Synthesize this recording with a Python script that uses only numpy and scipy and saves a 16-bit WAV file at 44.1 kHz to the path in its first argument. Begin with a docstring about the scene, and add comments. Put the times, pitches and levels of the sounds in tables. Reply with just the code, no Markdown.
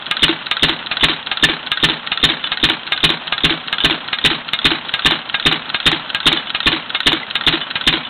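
"""Knock, bark and boom, about two and a half times a second: an old single-cylinder engine in a yard.
In each cycle, impacts excite the modes of the cast frame, tappet, valve and timing gears; escaping gas
rings the silencer's shell, lifts its lid and sets the air in the exhaust oscillating.
A loose steel part pings now and then over the whirr of belt and flywheels. The yard and far walls
reflect the sound, and a narrow-band microphone overloads on the loudest blows."""
import sys
import numpy as np
from scipy import signal
from scipy.fft import rfft, irfft, next_fast_len
from scipy.io import wavfile
from scipy.ndimage import map_coordinates

SR = 44100
rng = np.random.default_rng(int(sys.argv[2]) if len(sys.argv) > 2 else 0)


def dump_mix(stems):
    """Bounce the given channels to the path in sys.argv[1] as a 16-bit WAV at rate SR."""
    frames = np.atleast_2d(stems).T  # one column per channel
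    limited = np.clip(frames, -1, 1)  # hard clip at full scale
    pcm = np.round(limited * 32767).astype(np.int16)
    wavfile.write(sys.argv[1], SR, pcm)


N = 356769
T = np.arange(SR // 3) / SR  # time within one blow, t/s

# frame impacts: t/s from the exhaust valve's opening, ring level/dB, crack level/dB, crack t60/s
FRAME_IMPACTS = [(-.1205, -30.5, -23.5, .03), (-.116, -15.5, 0, 0.027), (-.108, -26, -13, 0.071)]
# spectra of the cracks of valve and gears: f/Hz, relative density level/dB
VALVE_SPECTRUM = [(100, -20.5), (500, -28), (1400, -12.5), (2300, -14.5), (3100, -5), (4000, -21)]
GEAR_SPECTRUM = [(40, -32.5), (200, -15.5), (500, -4), (850, -5), (1550, 0), (2400, -5.5), (3100, -3),
                 (4000, -1)]


def bark():
    """Turbulent gas excites the silencer's shell resonances: a short blowdown, then the piston's sweep."""
    # gas rushing past the valve: f/Hz, relative density level/dB
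    rush_spectrum = [(60, -47), (200, -16.5), (450, -14), (850, -10.5), (1500, -6.5), (2300, -7),
                     (3000, -3.5), (3600, -3.5), (4200, -2)]
    # shell resonances: f/Hz, bandwidth/Hz, peak gain/dB
    resonances = [(1110, 50, 6), (1550, 53, 3.5), (1690, 90, 0.5), (1973, 150, 5), (2400, 41, 1),
                  (2474, 45, 9.5), (2865, 170, 4.5), (3057, 110, 8), (3530, 200, 5), (3260, 190, 1.5),
                  (3650, 84, 6.5)]
    opens = valve_openings()
    shell = lambda hz: amp(sum(db / (1 + (2 * (hz - f0) / width) ** 2) for f0, width, db in resonances))
    gas = unit(filtered(noise(rush_spectrum, (len(opens), len(T))), shell))
    blowdown = held(level_db=-2.5, hold=.013, t60=.1)
    sweep = held(level_db=-24, hold=.1, t60=.1)
    delay_s, attack_s = .0028, .00057  # the valve lifts and the gas breaks out
    flow = np.maximum(blowdown, sweep) * (1 - np.exp(-T / attack_s))
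    blast_db, _ = accents(opens)
    strength = amp(blast_db + .3 * rng.standard_normal(len(opens)))
    return placed(opens + delay_s, strength[:, None] * gas * flow)


def exhaust_boom():
    """Sudden release sets the exhaust's air in free oscillation; most gas leaves as one heavy shove."""
    # air modes at release, and the shove's pulse: f/Hz, level/dB, t60/s, rise/s
    air_modes = [(66.2, -11.5, 0.069, 0.0087), (127.6, -18.5, .13, .012), (161.3, -5.5, 0.13, 0.044),
                 (235.3, -32.5, 0.47, 0.00088), (254.2, -30, 0.32, .001), (276.4, -19, .16, 0.0026),
                 (320.8, -16.5, 0.096, 0.00044), (411, -26.5, 0.23, 0.00086)]
    shove = [(95, -13.5, 0.017, 0.0034), (28, -26, 0.095, 0.0014)]
    return puff(air_modes, delay=0, scatter_db=0 + 1.5) + puff(shove, delay=.012)


def exhaust_honk():
    """The piston's second push excites the air column again."""
    # air modes: f/Hz, level/dB, t60/s, rise/s
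    air_modes = [(75, -30, 0.043, 0.0008), (257.3, -28, 0.073, 0.00073), (328, -9, 0.088, 0.0095),
                 (354.3, -29, 0.12, 0.0013)]
    return puff(air_modes, delay=.0655, scatter_db=2.2, jitter_s=.00058)


def puff(modes, delay, scatter_db=0, jitter_s=0):
    """Impulse response of an air column: a slug of gas starts damped oscillations in every cycle."""
    opens = valve_openings()
    swings = np.array([-damped(*mode) for mode in modes])
    sizes = amp(scatter_db * rng.standard_normal((len(opens), len(modes))))
    return placed(opens + delay + jitter_s * rng.standard_normal(len(opens)), sizes @ swings)


def lid():
    """Each blast's pressure lifts the silencer's lid, which clanks in its own modes."""
    # lid modes: f/Hz, level/dB, t60/s
    modes = [(1770, 7.5, 0.045), (2785, 2, 0.054)]
    opens = valve_openings()
    _, clank_db = accents(opens)
    db = -15 + clank_db + 2.5 * rng.standard_normal(len(opens))
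    return placed(opens + .0073, amp(db)[:, None] * ringing(modes, rise=.0038))


def valve_openings():
    """The governor hunts, so the exhaust valve's opening times drift about an even beat."""
    # crank's lag behind the beat: t/s, lag/s
    hunting = [(.2, .0042), (2.23, -.0014), (2.63, -0.0046), (4.65, -0.00098), (5.6, 0.0037),
               (6.26, 0.0023), (7.06, -.0012), (7.47, 0.0023), (7.87, 0.0011)]
    first_s = .2224
    beat = first_s + CYCLE_S * np.arange(-1, N / SR / CYCLE_S)
    return beat + np.interp(beat, *np.transpose(hunting))


def accents(opens):
    """Cycle-to-cycle variation: level offsets of blast and lid, zero except on a few hard firings."""
    # hard firings: t/s, blast offset/dB, lid offset/dB
    hard_firings = [(1.028, 1.5, -1), (1.43, 0.5, 9.5), (2.233, .5, 3.5), (4.247, 2, -2.5),
                    (6.262, 3, -7.5), (7.064, 1.5, 0)]
    hard = np.array(hard_firings)
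    same_cycle = np.abs(opens[:, None] - hard[:, 0]) < CYCLE_S / 2
    return (same_cycle @ hard[:, 1:]).T


def knock():
    """Structure-borne sound: the firing knock excites the modes of the cast frame."""
    # frame modes and crack spectrum: f/Hz, relative level/dB
    modes = [(759, -14.5), (1232, 2.5), (1324, -2), (1625, 6.5), (1857, -18.5), (2002, -5), (2153, 3),
             (2255, -19), (2444, 4.5), (2557, 2.5), (2858, 1), (2960, -6), (3143, -15.5), (3396, -26.5),
             (3445, -14.5), (3552, -1.5), (3622, 7.5), (3779, 2)]
    spectrum = [(30, -14), (170, -11), (380, -22.5), (750, -6), (1300, -6.5), (2600, -1), (3450, 3.5),
                (4200, -4)]
    return struck(FRAME_IMPACTS, modes, spectrum, t60=.09, rise=.0014, alike=.6, scatter_db=.4)


def jolt():
    """The firing's reaction force jolts the frame on its base: a heavily damped thud under the knock."""
    # modes of the frame on its base: f/Hz, level/dB, t60/s, rise/s
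    modes = [(110, -25, 0.009, 0.00057), (428, -24.5, .015, 0.00041), (763, -23.5, .02, .0005)]
    times = valve_openings() + FRAME_IMPACTS[1][0]  # with the strongest impact
    thud = sum(damped(*mode) for mode in modes)
    return placed(times, np.tile(thud, (len(times), 1)))


def tappet():
    """Brief contacts excite the tappet's fast-decaying modes: a tick."""
    # contacts: t/s from valve opening, ring level/dB, crack level/dB, crack t60/s
    impacts = [(-.2031, -28, -22.5, .04), (-.1676, -33.5, -9.5, .03), (-.1608, -19.5, -7, 0.019),
               (-.0596, -18, -2.5, 0.022), (-.0561, -22, -28, 0.065)]
    # tappet modes and crack spectrum: f/Hz, relative level/dB
    modes = [(1028, -27.5), (1351, 0), (1512, 0), (1857, -2), (2627, -4.5), (2750, -9.5), (3143, -3),
             (3396, 2.5), (3827, -0.5)]
    spectrum = [(100, -20.5), (500, -29), (1000, -9), (1450, -26.5), (2150, -7.5), (2700, -4.5), (3900, 2)]
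    return struck(impacts, modes, spectrum, t60=.038, rise=.0002, alike=.45, scatter_db=1)


def valve():
    """Impacts excite the valve's high, strongly damped modes: a click."""
    # contacts: t/s from valve opening, ring level/dB, crack level/dB, crack t60/s
    impacts = [(-.033, -23.5, -24.5, 0.063), (-.019, -23.5, -31.5, .07), (-.0054, -10, -17.5, 0.0098),
               (.0648, -12.5, -11, 0.05), (.0845, -37.5, -11, .03), (.161, -33.5, -28, 0.11)]
    # valve modes: f/Hz, relative level/dB
    modes = [(2080, -28), (3270, -17), (3540, -14.5), (3650, -13), (3790, -21)]
    return struck(impacts, modes, VALVE_SPECTRUM, t60=.032, rise=.0007, alike=.55, scatter_db=1)


def gears():
    """A quick series of impacts rings the timing gears; the decays overlap into a clatter."""
    # contacts: t/s from valve opening, ring level/dB, crack level/dB, crack t60/s
    impacts = [(0.0555, -16.5, -6, 0.037), (.07, -28.5, -8.5, 0.045), (.079, -40.5, -17, 0.037),
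               (.1, -31, -13.5, 0.095), (.106, -29, -18.5, .05), (0.135, -34, -15.5, 0.052)]
    # gear modes: f/Hz, relative level/dB
    modes = [(759, -5), (888, 0.5), (958, -4.5), (1092, -21), (1593, -1.5), (1803, -9), (2013, -6.5),
             (2121, -7.5), (2282, 2), (2530, -4.5), (2971, -2.5), (3176, -16), (3563, -3), (3881, 7.5)]
    return struck(impacts, modes, GEAR_SPECTRUM, t60=.079, rise=.00033, alike=.082, scatter_db=.3,
                  jitter_s=.0005)


def struck(impacts, modes, spectrum, t60, rise, alike, scatter_db, jitter_s=.0004):
    """Modal superposition in iron hit every cycle: distinct modes ring, dense ones merge into a crack."""
    opens = valve_openings()
    hz, db = np.transpose(modes)
    sizes = amp(db) / np.sqrt(np.sum(amp(db) ** 2) / 2)
    track = np.zeros(N)
    for delay, ring_db, crack_db, crack_t60 in impacts:
        tones = np.sin(2 * np.pi * (hz[:, None] * T + rng.random((len(hz), 1))))
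        ring = sizes * amp(2 * rng.standard_normal((len(opens), len(hz)))) @ tones
        # alike is the share of the crack's power that repeats at every blow
        repeated = np.sqrt(alike) * noise(spectrum, len(T))
        crack = repeated + np.sqrt(1 - alike) * noise(spectrum, (len(opens), len(T)))
        blows = amp(ring_db) * ring * fade(t60, rise) + amp(crack_db) * crack * fade(crack_t60, rise)
        force, late = rng.standard_normal((2, len(opens)))
        track += placed(opens + delay + jitter_s * late, blows * amp(scatter_db * force)[:, None])
    return track


def pings():
    """A shaken, loose steel part clicks on contact and rings at its natural frequencies."""
    # contacts: t/s, level/dB
    shakes = [(1.009, -12.5), (2.4406, -12.5), (2.9626, -21.5), (3.8034, -13), (5.1028, -14.5),
              (6.3718, -13), (6.471, -19), (7.613, -15.5), (8.05, -22.5)]
    # steel part's modes: f/Hz, level/dB, t60/s
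    modes = [(1630, -16.5, .13), (2980, -4.5, 0.12), (3170, -12.5, .08), (3520, -3, .08), (3570, -8, 0.039)]
    times, db = np.transpose(shakes)
    crack = noise(VALVE_SPECTRUM, (len(times), len(T))) * fade(t60=.035, rise=.0004)
    return placed(times, amp(db)[:, None] * (ringing(modes, rise=.00034) + crack))


def clink():
    """Free vibration of a small piece of metal, struck once."""
    # its modes: f/Hz, level/dB, t60/s
    modes = [(2030, 3, 0.027), (2200, -13, .03)]
    return placed(times=[7.231], sounds=amp(-18.5) * ringing(modes, rise=.001)[None])


def rattle(level_db, spread_db, t60, count):
    """Random light impacts in worn joints and the belt's lacing radiate broadband ticks."""
    when, weakness = rng.random((count, 2)).T
    ticks = noise(GEAR_SPECTRUM, (count, len(T))) * fade(t60, rise=.0003)
    return placed(when * N / SR, ticks * amp(level_db - spread_db * weakness)[:, None])


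def belt(level_db, flutter_db, flap_hz):
    """The flapping flat belt modulates the amplitude of the running gear's whirr."""
    # whirr of belt and flywheels: f/Hz, relative density level/dB
    spectrum = [(25, -19), (70, -11.5), (150, -2.5), (240, 0.5), (400, -7), (850, 1.5), (1500, 0.5),
                (2200, -5.5), (3100, 0.5), (4000, -7.5)]
    flaps = rng.standard_normal(int(N * flap_hz / SR) + 4)
    flutter = map_coordinates(flaps, [np.arange(N) * flap_hz / SR])
    return amp(level_db + flutter_db * flutter) * noise(spectrum, N)


def walls(x, cutoff_hz=130):
    """Far walls reflect single late echoes; the longest waves diffract around them and are lost."""
    # reflections: delay/s, level/dB
    reflections = [(.094, -11), (.225, -24)]
    echoes = lambda hz: sum(amp(db) * np.exp(-2j * np.pi * hz * delay) for delay, db in reflections)
    return filtered(x, lambda hz: echoes(hz) * (1 - np.exp(-(hz / cutoff_hz) ** 4)))


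def yard(x, rise_s=.0047):
    """Scattering from the ground, junk and trees makes a short diffuse reverberation."""
    # reverberation time: f/Hz, t60/s
    decay_times = [(150, 0.071), (400, 0.34), (1000, 0.49), (4000, .3)]
    hz, t, spectra = signal.stft(rng.standard_normal(SR // 2), SR, nperseg=256)
    decay = np.exp(-np.log(1000) * t / along(decay_times, hz)[:, None])
    tail = signal.istft(spectra * decay, SR, nperseg=256)[1]
    tail *= 1 - np.exp(-np.arange(len(tail)) / SR / rise_s)
    return signal.fftconvolve(x, tail / np.linalg.norm(tail))[:N]


def amp(db):
    """Level in decibels to amplitude ratio."""
    return 10 ** (np.asarray(db) / 20)


def unit(x):
    """Normalise to rms 1."""
    return x / np.sqrt(np.mean(x ** 2) + 1e-20)


def along(points, hz):
    """Interpolate (f/Hz, value) points on a logarithmic frequency axis."""
    f, values = np.transpose(points)
    return np.interp(np.log(hz + 1), np.log(f), values)


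def filtered(x, gain):
    """Linear filtering: the spectrum of x times a frequency response."""
    size = x.shape[-1]
    padded = next_fast_len(size + size // 16)
    return irfft(rfft(x, padded) * gain(np.fft.rfftfreq(padded, 1 / SR)), padded)[..., :size]


def noise(spectrum, shape):
    """Gaussian noise shaped to a spectrum, at rms 1."""
    return unit(filtered(rng.standard_normal(shape), lambda hz: amp(along(spectrum, hz))))


def fade(t60, rise):
    """A quick swell and an exponential decay of 60 dB in t60 seconds."""
    return np.exp(-np.log(1000) * T / t60) * (1 - np.exp(-T / rise))


def held(level_db, hold, t60):
    """A plateau followed by exponential decay."""
    return amp(level_db) * np.exp(-np.log(1000) * np.maximum(T - hold, 0) / t60)


def damped(hz, db, t60, rise):
    """One mode: a damped harmonic oscillation."""
    return amp(db) * np.sin(2 * np.pi * hz * T) * fade(t60, rise)


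def ringing(modes, rise):
    """Superposition of modes with a common rise time."""
    return sum(damped(hz, db, t60, rise) for hz, db, t60 in modes)


def placed(times, sounds):
    """Superpose sounds on one track, each starting at its time."""
    at = np.round(np.asarray(times) * SR).astype(int)[:, None] + np.arange(len(T))
    inside = (at >= 0) & (at < N)
    return np.bincount(at[inside], sounds[inside], N)


def scene():
    """The engine's direct sound adds to its reflections from the yard."""
    boom = exhaust_boom()
    honk = exhaust_honk()
    metal = bark() + lid() + knock() + tappet() + valve() + gears() + pings() + clink() + jolt()
    whirr = belt(level_db=-32, flutter_db=2.1, flap_hz=60)
    ticks = rattle(level_db=-19.5, spread_db=4.5, t60=.026, count=260)
    reverberation = amp(-14.5) * yard(metal + amp(-4.5) * boom)
    return (boom + honk + metal + whirr + ticks + walls(boom) + reverberation)[None]


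def record(dry):
    """Nonlinear distortion: a narrow-band microphone channel overloads, making all the top treble."""
    # frequency responses before and after the overload: f/Hz, gain/dB
    input_response = [(3800, 2.5), (4100, 0), (4300, -11.5), (4500, -24), (4800, -63.5), (5500, -95.5)]
    output_response = [(4500, 0), (10000, -1.5), (12000, -2), (16000, 0)]
    ceiling, top_hz = .73, 16000
    narrow = filtered(dry, lambda hz: amp(along(input_response, hz)))
    clipped = np.clip(narrow, -ceiling, ceiling)
    return filtered(clipped, lambda hz: amp(along(output_response, hz)) * (hz < top_hz))


CYCLE_S = .4025  # period of the engine

dry = scene()
out = record(dry)
dump_mix(out)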